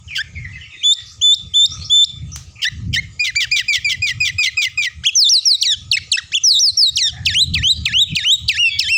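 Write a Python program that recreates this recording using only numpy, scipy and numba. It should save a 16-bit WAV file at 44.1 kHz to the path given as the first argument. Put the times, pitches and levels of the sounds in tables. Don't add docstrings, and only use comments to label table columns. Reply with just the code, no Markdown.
import sys
import numpy as np
from scipy import signal
from scipy.fft import rfft, irfft, next_fast_len
from scipy.io import wavfile
from scipy.ndimage import uniform_filter1d
from numba import njit

SR = 44100
rng = np.random.default_rng(int(sys.argv[2]) if len(sys.argv) > 2 else 0)


def generate_wav(sig):
    pcm = np.round(np.clip(np.atleast_2d(sig).T, -1, 1) * 32767).astype(np.int16)
    wavfile.write(sys.argv[1], SR, pcm)


N = 395577
TIME = np.arange(N) / SR
BAND_LIMIT_HZ = 16800

# (frequency [Hz], gain [dB])
THROAT_RESPONSE = [(600, -38.5), (1300, -10.5), (1900, -15), (2800, 2.5), (5500, 0), (6400, 0.5), (7300, 0),
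                   (9500, -11.5), (12000, -16.5), (13500, -72), (15000, 5.5), (15700, -6.5), (16300, -54.5)]
# (start [s], length factor, pitch factor, level [dB], scoop depth [Hz])
CHATTER_NOTES = [(3.192, 1.034, 1.005, -5, 300.8), (3.3545, 0.91, 0.99, -4.5, 1002),
                 (3.5115, .99, 1.01, -2.5, 400), (3.679, 1, 0.99, -2, 27.73), (3.842, 1.023, 1, -5.5, 29.3),
                 (4.017, 0.984, 1.002, -4.5, 26.94), (4.2, 0.97, 1.011, -3, 30.3),
                 (4.3795, 1.054, 1.01, -2.3, 32.43), (4.567, 1.036, 1.017, -3.5, 30.2),
                 (4.771, 1.06, 1.005, -4.5, 29.34)]
# (start [s], length factor, pitch factor, level [dB])
CHUCK_NOTES = [(0.148, 0.98, 0.928, -5), (2.614, 1, 1.034, -1), (2.926, 1, 1.1, 0.5)]
# (start [s], length factor, pitch factor, level [dB])
PLUNGE_NOTES = [(5.613, 0.95, .999, 0.055), (6.958, 1.01, 1.005, 0.11)]
# (start [s], length [s], first pitch [Hz], fall [Hz/s], floor [Hz], level [dB])
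SLIDE_NOTES = [(5.156, 0.13, 6310, 24930, 3500, -0.5), (5.298, 0.094, 6242, 26100, 3800, -1),
               (5.457, 0.097, 5740, 18770, 3700, -1.5), (6.439, 0.15, 6060, 20050, 3620, -0.9),
               (6.599, 0.1026, 6116, 17800, 3700, -3.5), (6.775, 0.12, 5710, 17500, 3730, -1.5)]
# (top time [s], top pitch [Hz], top level [dB], dive [s], bottom lift [dB],
# ending length factor, ending pitch factor, overtone lift [dB], flick level [dB])
CLIMBING_SWOOPS = [(7.2589, 5702, -7.5, 0.071, 4, 0.9, 1.0296, -5, -23),
                   (7.545, 4730, 3, 0.066, -1.5, 0.96, 1.02, -13.5, -7),
                   (7.855, 4410, -9, .056, -2, 1.033, .98, -14.5, -45),
                   (8.159, 4694, -11, 0.066, -5.5, 1.043, 0.98, -8, -13)]
LEVELLING_SWOOPS = [(8.487, 5025, 3.3, 0.066, 0.16, 1.001, 0.99, -9.5, -14.5),
                    (8.795, 5710, 15, 0.063, 5, 1.32, 0.924, -0.5, -6)]


def amp(db):
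    return 10 ** (np.asarray(db) / 20)


def unit(x):
    return x / np.sqrt(np.mean(x ** 2) + 1e-20)


def along(points, hz):
    f, v = np.transpose(points)
    return np.interp(np.log(hz + 1), np.log(f + 1), v)


def wobble(rate_hz, size=N):
    knots = rng.standard_normal(int(size * rate_hz / SR) + 2)
    return np.interp(np.arange(size) * rate_hz / SR, np.arange(len(knots)), knots)


def filtered(x, response):
    m = next_fast_len(len(x) + 8192)
    return irfft(rfft(x, m) * response(np.fft.rfftfreq(m, 1 / SR)), m)[:len(x)]


def shaped(x, curve):
    return filtered(x, lambda f: amp(along(curve, f)))


def span(start_s, length_s, edge_s):
    return np.clip(np.minimum(TIME - start_s, start_s + length_s - TIME) / edge_s, 0, 1)


def yard():
    spectrum = [(300, -6), (700, -11.5), (1100, -15), (1260, 3), (1450, -21), (2300, -3), (4000, -7.5),
                (7200, -3.5), (8500, -20.5), (16000, -56.5)]
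    bins = signal.stft(rng.standard_normal(N + 512), nperseg=512)[2]
    patches = uniform_filter1d(uniform_filter1d(rng.standard_normal(bins.shape), 6, 0), 12, 1)
    hiss = signal.istft(bins * amp(5.2 * unit(patches)), nperseg=512)[1][:N]
    rustle_db = (9.1 + 5 * wobble(250)) * span(1.6887, 0.212, 0.062)
    return amp(-50.5 + rustle_db) * unit(shaped(hiss, spectrum))


def wind():
    strength = [(0, -41), (.38, -32), (.9, -47), (1.85, -32), (2.25, -27), (2.6, -40), (2.9, -22),
                (3.3, -40.5), (4, -29.5), (4.6, -42.5), (5, -34), (5.4, -54.5), (5.9, -35), (6.5, -45),
                (7.2, -35.5), (7.55, -17.5), (8.02, -27.5), (8.97, -34.5)]
    rumble_spectrum = [(20, -33.5), (45, -11), (80, 5.5), (130, -1), (220, -23), (400, -39.5), (700, -71),
                       (1500, -120)]
    flap_spectrum = [(90, -23.5), (160, 2.5), (300, -21), (500, -42), (1000, -110)]
    lumps = amp(4.73 * wobble(11) + 3.38 * wobble(25))
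    rumble = unit(shaped(lumps * rng.standard_normal(N), rumble_spectrum))
    flap = unit(shaped(lumps * rng.standard_normal(N), flap_spectrum))
    gust_db = 17 * np.exp(-((TIME - 8.133) / 0.02) ** 2)
    level_db = np.interp(TIME, *np.transpose(strength)) + gust_db
    flap_db = -18 + 0.75 * (level_db - level_db.mean())
    return amp(level_db) * (rumble + amp(flap_db) * flap)


def walls(x, far_db=-14.5, far_t60_s=0.59, scatter=0.05):
    decay = [(1000, 0.3), (3500, 0.28), (8000, 0.18), (12000, 0.23)]
    hz, t, bins = signal.stft(rng.standard_normal(SR), SR, nperseg=256)
    envelope = amp(-60 * t / along(decay, hz)[:, None]) + amp(far_db - 60 * t / far_t60_s)
    tail = signal.istft(bins * envelope, SR, nperseg=256)[1]
    smeared = x * (np.sqrt(1 - scatter) + np.sqrt(scatter) * unit(wobble(900)))
    return signal.fftconvolve(np.pad(smeared, (300, 0)), tail / np.linalg.norm(tail))[:N]


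def neighbours():
    # (start [s], length [s], first pitch [Hz], last pitch [Hz], level [dB], hoarseness [Hz])
    calls = [(0.078, 0.03, 3180, 2353, -39.5, 40), (0.108, 0.054, 2503, 2040, -31, 49.68),
             (0.708, 0.216, 3620, 3780, -45.5, 93), (0.978, 0.17, 3540, 6050, -47, 916.7),
             (1.68, 0.0207, 5500, 4800, -36, 129.6), (1.707, 0.042, 5320, 6260, -34, 111.1),
             (1.798, 0.043, 4170, 4780, -39.5, 129.6), (0.949, 0.072, 1940, 1875, -48.5, 62.7),
             (1.841, 0.025, 5150, 5760, -33.5, 216), (2.319, 0.041, 5680, 6340, -32.5, 248.4),
             (2.557, 0.085, 2544, 2582, -44, 275.6), (2.081, 0.15, 2370, 2330, -63.5, 29.6),
             (5.305, 0.025, 3120, 2720, -26.5, 98), (5.449, 0.083, 2310, 2450, -41, 185.2),
             (6.774, 0.055, 2130, 1786, -45.5, 99.5), (7.632, 0.19, 4920, 4550, -40, 138),
             (7.113, 0.14, 1907, 1653, -50, 162), (7.122, 0.096, 723, 794, -55.5, 37.04),
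             (8.073, 0.027, 2340, 3228, -40, 30), (8.097, 0.033, 3260, 2300, -32, 32.04),
             (8.179, 0.051, 3800, 3640, -23.5, 48.06), (8.648, 0.1, 3580, 3341, -26.5, 55.6),
             (8.668, 0.098, 2325, 2258, -35.5, 24), (8.637, 0.11, 4740, 4440, -33.5, 57.5),
             (8.78, .19, 3183, 3045, -29.5, 37)]
    trill = [(.245, 2185, -41.5), (.352, 2160, -38.5), (0.436, 1926, -38.5), (.522, 2530, -41.5),
             (0.551, 1893, -40.5), (0.611, 2680, -40), (.64, 2170, -41), (0.699, 2530, -39.5),
             (.733, 1970, -44), (.808, 2250, -38.5)]
    notes = [(*row, 1) for row in calls] + [(s, 0.04, hz * 1.18, hz, db, 70, 3) for s, hz, db in trill]
    out = np.zeros(N)
    for start_s, length_s, first_hz, last_hz, db, hoarse_hz, bend in notes:
        n = round(length_s * SR)
        glide_hz = last_hz + (first_hz - last_hz) * np.linspace(1, 0, n) ** bend
        phase = 2 * np.pi * np.cumsum(glide_hz + hoarse_hz * wobble(600, n)) / SR
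        swell = np.sin(np.pi * np.arange(n) / n) ** 0.28 * amp(db + 5 * wobble(112, n))
        octave = 0.052 * (first_hz < 4000) * np.sin(2 * phase)
        out[round(start_s * SR):][:n] += swell * (np.sin(phase) + octave)
    return out


def cage(crack_t60_s=0.0028, rattle_t60_s=0.3):
    strikes = [(2.361, -6.5), (2.377, -24)]
    response = [(700, -14), (1500, -3), (7000, 2), (10000, -14), (15200, -22.5)]  # ([Hz], [dB])
    out, t = np.zeros(N), np.arange(SR // 4) / SR
    envelope = amp(-60 * t / crack_t60_s) + amp(-25 - 60 * t / rattle_t60_s)
    for start_s, db in strikes:
        out[round(start_s * SR):][:len(t)] += amp(db) * envelope * rng.standard_normal(len(t))
    return shaped(out, response)


def repeated(shape, repeats, lift_db, thinning_db_per_s=0):
    t, hz, db = np.transpose(shape)
    return [np.transpose([s + t * longer, hz * higher, db + gain_db, lift_db - thinning_db_per_s * t])
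            for s, longer, higher, gain_db, *_ in repeats]


def scooped(note, depth_hz, scoop_hz_per_s=200000, scoop_s=0.005, sag_s=0.009):
    rows = np.vstack([note[0] - [depth_hz / scoop_hz_per_s, 0, 0, 0], note])
    t = rows[:, 0]
    rows[:, 1] -= depth_hz * np.exp(-(t - t[0]) / scoop_s)
    rows[:, 1] -= min(depth_hz, 427.5) * np.exp((t - t[-1]) / sag_s)
    rows[:, 3] += rng.normal(0, 2.5)
    return rows


def whistles(lift_db, thinning_db_per_s):
    # (start [s], hold end [s], pitch factor, level [dB], creep before flick [Hz], scoop share)
    repeats = [(.831, .934, .99, -4, 90, 1), (1.213, 1.343, .997, -2.5, 130, 1),
               (1.537, 1.658, 1.003, -2.5, 70, .8), (1.898, 2.043, .999, -2, 5, .45)]
    onset = [(0, 2893, -22.5), (.005, 3122, -9.5), (.011, 3376, 0), (.019, 3520, 1.5), (.03, 3517, 8)]
    flick = [(-.03, 3537, 8), (-.008, 3537, 9.5), (0, 3613, 2.5), (.004, 5000, -7.5), (.008, 5656, -7)]
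    notes, held_hz = [], onset[-1][1]
    for start_s, end_s, higher, gain_db, creep_hz, scoop in repeats:
        rows = [(start_s + t, held_hz + scoop * (hz - held_hz), db) for t, hz, db in onset]
        rows += [(end_s + t, hz + creep_hz * (-0.012 < t < 0.002), db) for t, hz, db in flick]
        notes.append(np.array([(t, hz * higher, db + gain_db, lift_db - thinning_db_per_s * (t - start_s))
                               for t, hz, db in rows]))
    return notes


def slides(lift_db, break_hz=4750, landing_hz=260, attack_s=0.005, release_s=0.011, tie_s=0.03):
    break_levels = [(3500, 3.5), (3900, -1.5), (4500, 9.5), (4750, 1), (5300, 8.5), (6000, 2.5)]
    notes, end_s, u = [], -1, np.linspace(0, 1, 25)
    for start_s, length_s, first_hz, fall_hz_per_s, floor_hz, db in SLIDE_NOTES:
        straight_hz = first_hz - fall_hz_per_s * length_s * u
        slipped_hz = straight_hz - 324.7 / (1 + np.exp((straight_hz - break_hz) / 180))
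        hz = floor_hz + landing_hz * np.logaddexp(0, (slipped_hz - floor_hz) / landing_hz)
        body = np.transpose([start_s + length_s * u, hz, db + along(break_levels, hz)])
        tail = [(start_s + length_s + release_s, 0.95 * hz[-1], -25)]
        if start_s - end_s < tie_s:
            notes[-1] = np.vstack([notes[-1][:-1], [(start_s - attack_s, 0.74 * first_hz, 1)], body, tail])
        else:
            notes.append(np.vstack([[(start_s - attack_s, 1.03 * first_hz, -30)], body, tail]))
        end_s = start_s + length_s
    return [np.c_[note, np.full(len(note), lift_db)] for note in notes]


def swoops(rows, ending, flick_hz=2710, flick_s=0.0092, rise_s=0.0034):
    dive = [(0.071, 3498, 1.5), (0.159, 2678, -1), (0.442, 2300, -9.5), (.6, 1920, -17.5),
            (0.999, 1675, -25.5)]
    notes = []
    for top_s, top_hz, top_db, dive_s, low_db, longer, higher, lift_db, flick_db in rows:
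        near_top_hz = top_hz - (top_hz - flick_hz) * (rise_s / flick_s) ** 2
        note = [(top_s - flick_s, flick_hz, flick_db - 18), (top_s - rise_s, near_top_hz, flick_db),
                (top_s, top_hz, top_db)]
        note += [(top_s + u * dive_s, hz, db + low_db * u) for u, hz, db in dive]
        note += [(top_s + dive_s + t * longer, hz * higher, db + low_db * max(0, 1 - t / 0.043))
                 for t, hz, db in ending]
        notes.append(np.c_[note, np.full(len(note), lift_db)])
    return notes


def song_notes():
    # (time after start [s], pitch [Hz], level [dB])
    chatter_shape = [(0.003, 2428, -22.5), (0.0052, 2515, -5.5), (0.0131, 2504, 3), (0.0572, 2295, -7),
                     (0.0762, 2194, -5), (0.0781, 2092, -0.5), (0.1035, 1990, -10.5), (0.1095, 1897, -20),
                     (0.114, 1880, -27)]
    chuck_shape = [(.004, 2249, -24.5), (.022, 1986, -5.5), (.042, 1645, -5), (.066, 1969, -9.5),
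                   (.072, 1900, -6.5), (.077, 1799, -31)]
    plunge_shape = [(0, 5855, -10), (.0075, 5480, -4.5), (.014, 3978, 5), (.02, 3128, -2.5),
                    (.039, 2380, -8.5), (.072, 1924, -2), (.123, 1720, -4), (.138, 1552, -15),
                    (.146, 1444, -25)]
    arch_shape = [(0, 1517, -29.5), (.012, 2234, -23.5), (.034, 3547, 8.5), (.046, 3295, -2),
                  (.06, 2700, -5), (.066, 2675, -20)]
    hook_shape = [(.001, 4650, -31), (.004, 4570, 4.5), (.021, 2840, 1.5), (.032, 2640, -3.5),
                  (.044, 2630, -5), (.05, 2670, -46)]
    blip_shape = [(.002, 1740, -12), (.012, 2342, -1), (.027, 1338, -24)]
    # (start [s], length factor, pitch factor, level [dB])
    arches = [(5.037, .98, .95, 0.12), (6.319, 1.001, 1.001, .1)]
    hooks = [(5.912, .99, .995, 0.84), (6.114, 1.03, 1.005, -1.9)]
    blips = [(5.966, 0.9, 1.001, -2.5), (6.169, 1.4, .86, -8.5)]
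    # (time after the bottom [s], pitch [Hz], level [dB])
    climb = [(0.014, 1872, -23.5), (0.027, 2770, -7.5), (.045, 2978, -0.5), (.072, 3246, 0.5),
             (.098, 3920, 4.5), (0.108, 3965, 8.5), (.13, 3578, -11)]
    level_off = [(0.016, 1880, -17), (0.032, 2721, -10.5), (0.051, 2970, -0.5), (.1, 2722, 1),
                 (.133, 2670, -3), (.142, 2587, -11)]
    chatter = repeated(chatter_shape, CHATTER_NOTES, lift_db=-3.5, thinning_db_per_s=157.5)
    notes = [scooped(note, row[-1]) for note, row in zip(chatter, CHATTER_NOTES)]
    notes += whistles(lift_db=-4.5, thinning_db_per_s=41)
    notes += repeated(chuck_shape, CHUCK_NOTES, lift_db=-9.5, thinning_db_per_s=111)
    notes += repeated(arch_shape, arches, lift_db=-5.5)
    notes += repeated(plunge_shape, PLUNGE_NOTES, lift_db=10.5)
    notes += repeated(hook_shape, hooks, lift_db=2) + repeated(blip_shape, blips, lift_db=-10.5)
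    notes += slides(lift_db=-14.5)
    notes += swoops(CLIMBING_SWOOPS, climb) + swoops(LEVELLING_SWOOPS, level_off)
    return sorted(notes, key=lambda note: note[0][0])


def rasping(phase, attack_s=0.012, release_s=0.011):
    # (delay [s], length [s], pitch [Hz], fall share, level re note [dB], share drowned)
    chuck_rasp = (0.001, .042, 3300, .2, 2.7, .85)
    chatter_rasp = (.048, .053, 4100, .42, -0.5, .5)
    plunge_rasp = (.013, .035, 4900, .2, -10, .2)
    kinds = (CHUCK_NOTES, chuck_rasp), (CHATTER_NOTES, chatter_rasp), (PLUNGE_NOTES, plunge_rasp)
    events = [(row[0] + delay_s, *rest) for rows, (delay_s, *rest) in kinds for row in rows]

    def response(hz):
        return amp(along(THROAT_RESPONSE, hz)) / (1 + (hz / 9230) ** 2) / (1 + (1500 / (hz + 1)) ** 4)

    rasp, drowned = np.zeros(N), np.zeros(N)
    for start_s, length_s, top_hz, fall, rasp_db, share in events:
        cut = slice(round(start_s * SR), round((start_s + length_s) * SR))
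        t = TIME[cut] - start_s
        warble = np.sin(2 * np.pi * rng.normal(86, 5.5) * t + rng.normal(-1.2, 0.66))
        contour = 1 - fall * t / length_s - 0.18 * np.exp(-t / 0.008)
        second_hz = top_hz * (contour + 0.068 * warble + 0.04 * wobble(450, len(t)))
        second_phase = 2 * np.pi * np.cumsum(second_hz) / SR
        pulses = np.exp(0.7 * np.cos(second_phase) + 0.6 * np.cos(phase[cut]))
        noise = 0.6 * unit(np.sqrt(pulses)) * rng.standard_normal(len(t))
        mixed = unit(pulses - pulses.mean()) + 0.25 * np.cos(second_phase + phase[cut]) + noise
        gate = np.clip(np.minimum(t / attack_s, (length_s - t) / release_s), 0, 1)
        level_db = rasp_db + 3.5 * warble - 12 * (t / length_s - 0.5) + rng.normal(0, 1.5)
        rasp[cut] = amp(level_db) * gate * unit(filtered(mixed, response))
        drowned[cut] = gate * share
    return rasp, drowned


def undertones(phase, length_s=0.0153):
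    skips = [4.385, 4.574, 4.778, 7.563, 7.624, 7.866, 7.935, 8.245, 8.58]
    gate = sum(span(start_s, length_s, 0.0031) for start_s in skips)
    return gate * (amp(-23.5) * np.sin(phase / 2) + amp(-25) * np.sin(3 / 2 * phase))


def unsteadiness(swoop_tops):
    quavers = [(5.249, 0.037, 129.2, 0.022), (6.517, 0.087, 137.7, 0.045)]
    hoarse = [(.004, .045, .022), (.112, .035, .045)]
    quaver = sum(depth * span(s, length_s, 0.0027) * np.sin(2 * np.pi * hz * TIME + 1.2 * wobble(57))
                 for s, length_s, hz, depth in quavers)
    scratch = wobble(900) * sum(depth * span(row[0] + delay_s, length_s, 0.008)
                                for row in PLUNGE_NOTES + CHUCK_NOTES for delay_s, length_s, depth in hoarse)
    chattering = sum(span(row[0], 0.115, 0.008) for row in CHATTER_NOTES)
    waver = 0.018 * uniform_filter1d(wobble(130), 150) * chattering
    scratch += 0.035 * wobble(1100) * swoop_tops
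    waver += 0.009 * uniform_filter1d(wobble(110), 130) * (TIME > SLIDE_NOTES[0][0])
    return quaver + scratch, waver


def harmonics(phase, pitch_hz, lift_db, slack, wander):
    k = np.arange(1, 10)[:, None]
    slope_db = along([(1500, -5.5), (2400, -7.5), (3500, -8), (5500, -14.5)], pitch_hz)
    flutter_db = 4.9 * np.array([wobble(90) for _ in k]) * wander
    overtone_db = slack * lift_db * 0.94 ** (k - 2) + 0.053 * np.minimum(lift_db, 0) * (k - 2) + flutter_db
    gains = amp(slope_db * (k - 1) + along(THROAT_RESPONSE, k * pitch_hz) + (k > 1) * overtone_db)
    gains *= k * pitch_hz < BAND_LIMIT_HZ
    return np.sqrt(2) * np.sum(gains * np.sin(k * phase), axis=0) / np.linalg.norm(gains, axis=0)


def songbird():
    notes = song_notes()
    times_s, hz, db, lift_db = np.concatenate(notes).T
    sounding = np.zeros(N)
    for note in notes:
        sounding[round(note[0][0] * SR):round(note[-1][0] * SR)] = 1
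    swoop_tops = sum(span(row[0] - 0.004, 0.02, 0.006) for row in CLIMBING_SWOOPS + LEVELLING_SWOOPS)
    shake, waver = unsteadiness(swoop_tops)
    log_pitch = uniform_filter1d(np.interp(TIME, times_s, np.log(hz)), 200)
    glide_per_s = np.abs(uniform_filter1d(np.gradient(log_pitch), 900)) * SR
    moving = np.clip(glide_per_s / 2.5, 0, 1)
    waver_db = (0.6 + 2 * moving) * uniform_filter1d(wobble(190), 150)
    level = amp(np.interp(TIME, times_s, db) + waver_db) * uniform_filter1d(sounding, 120)
    slack = along([(2600, 1), (4500, 0.164)], np.exp(log_pitch))
    wander = np.maximum(moving, 0.45)
    jitter = 0.002 * wobble(300) + 0.016 * slack * wander * wobble(70)
    pitch_hz = np.exp(log_pitch) * (1 + shake + waver + jitter)
    phase = 2 * np.pi * np.cumsum(pitch_hz) / SR
    tone = harmonics(phase, pitch_hz, np.interp(TIME, times_s, lift_db), slack, wander)
    rasp, drowned = rasping(phase)
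    breath = amp(-50.5 + 30 * swoop_tops) * unit(shaped(rng.standard_normal(N), THROAT_RESPONSE))
    return level * (1 + 6.4 * shake) * (tone * (1 - drowned) + rasp + undertones(phase) + breath)


def scene():
    near, far = songbird() + cage(), neighbours()
    echo = walls(amp(-26) * near + amp(3.5) * far)
    return (near + amp(4) * far + echo + wind() + yard())[None]


@njit
def recovering(cut_db, step_db):
    out = cut_db.copy()
    for i in range(1, len(out)):
        out[i] = max(out[i], out[i - 1] - step_db)
    return out


def record(dry):
    threshold_db, release_db_per_s, ceiling = -24.5, 260, 0.7
    level_db = 10 * np.log10(np.abs(uniform_filter1d(dry[0] ** 2, 130)) + 1e-12)
    cut_db = recovering(0.5 * np.maximum(level_db - threshold_db, 0), release_db_per_s / SR)
    ducked = dry[0] * amp(-uniform_filter1d(cut_db, 160))
    clipped = ducked / (1 + np.abs(ducked / ceiling) ** 6) ** (1 / 6)
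    return filtered(clipped, lambda f: f < BAND_LIMIT_HZ)[None]


dry = scene()
out = record(dry)
generate_wav(out)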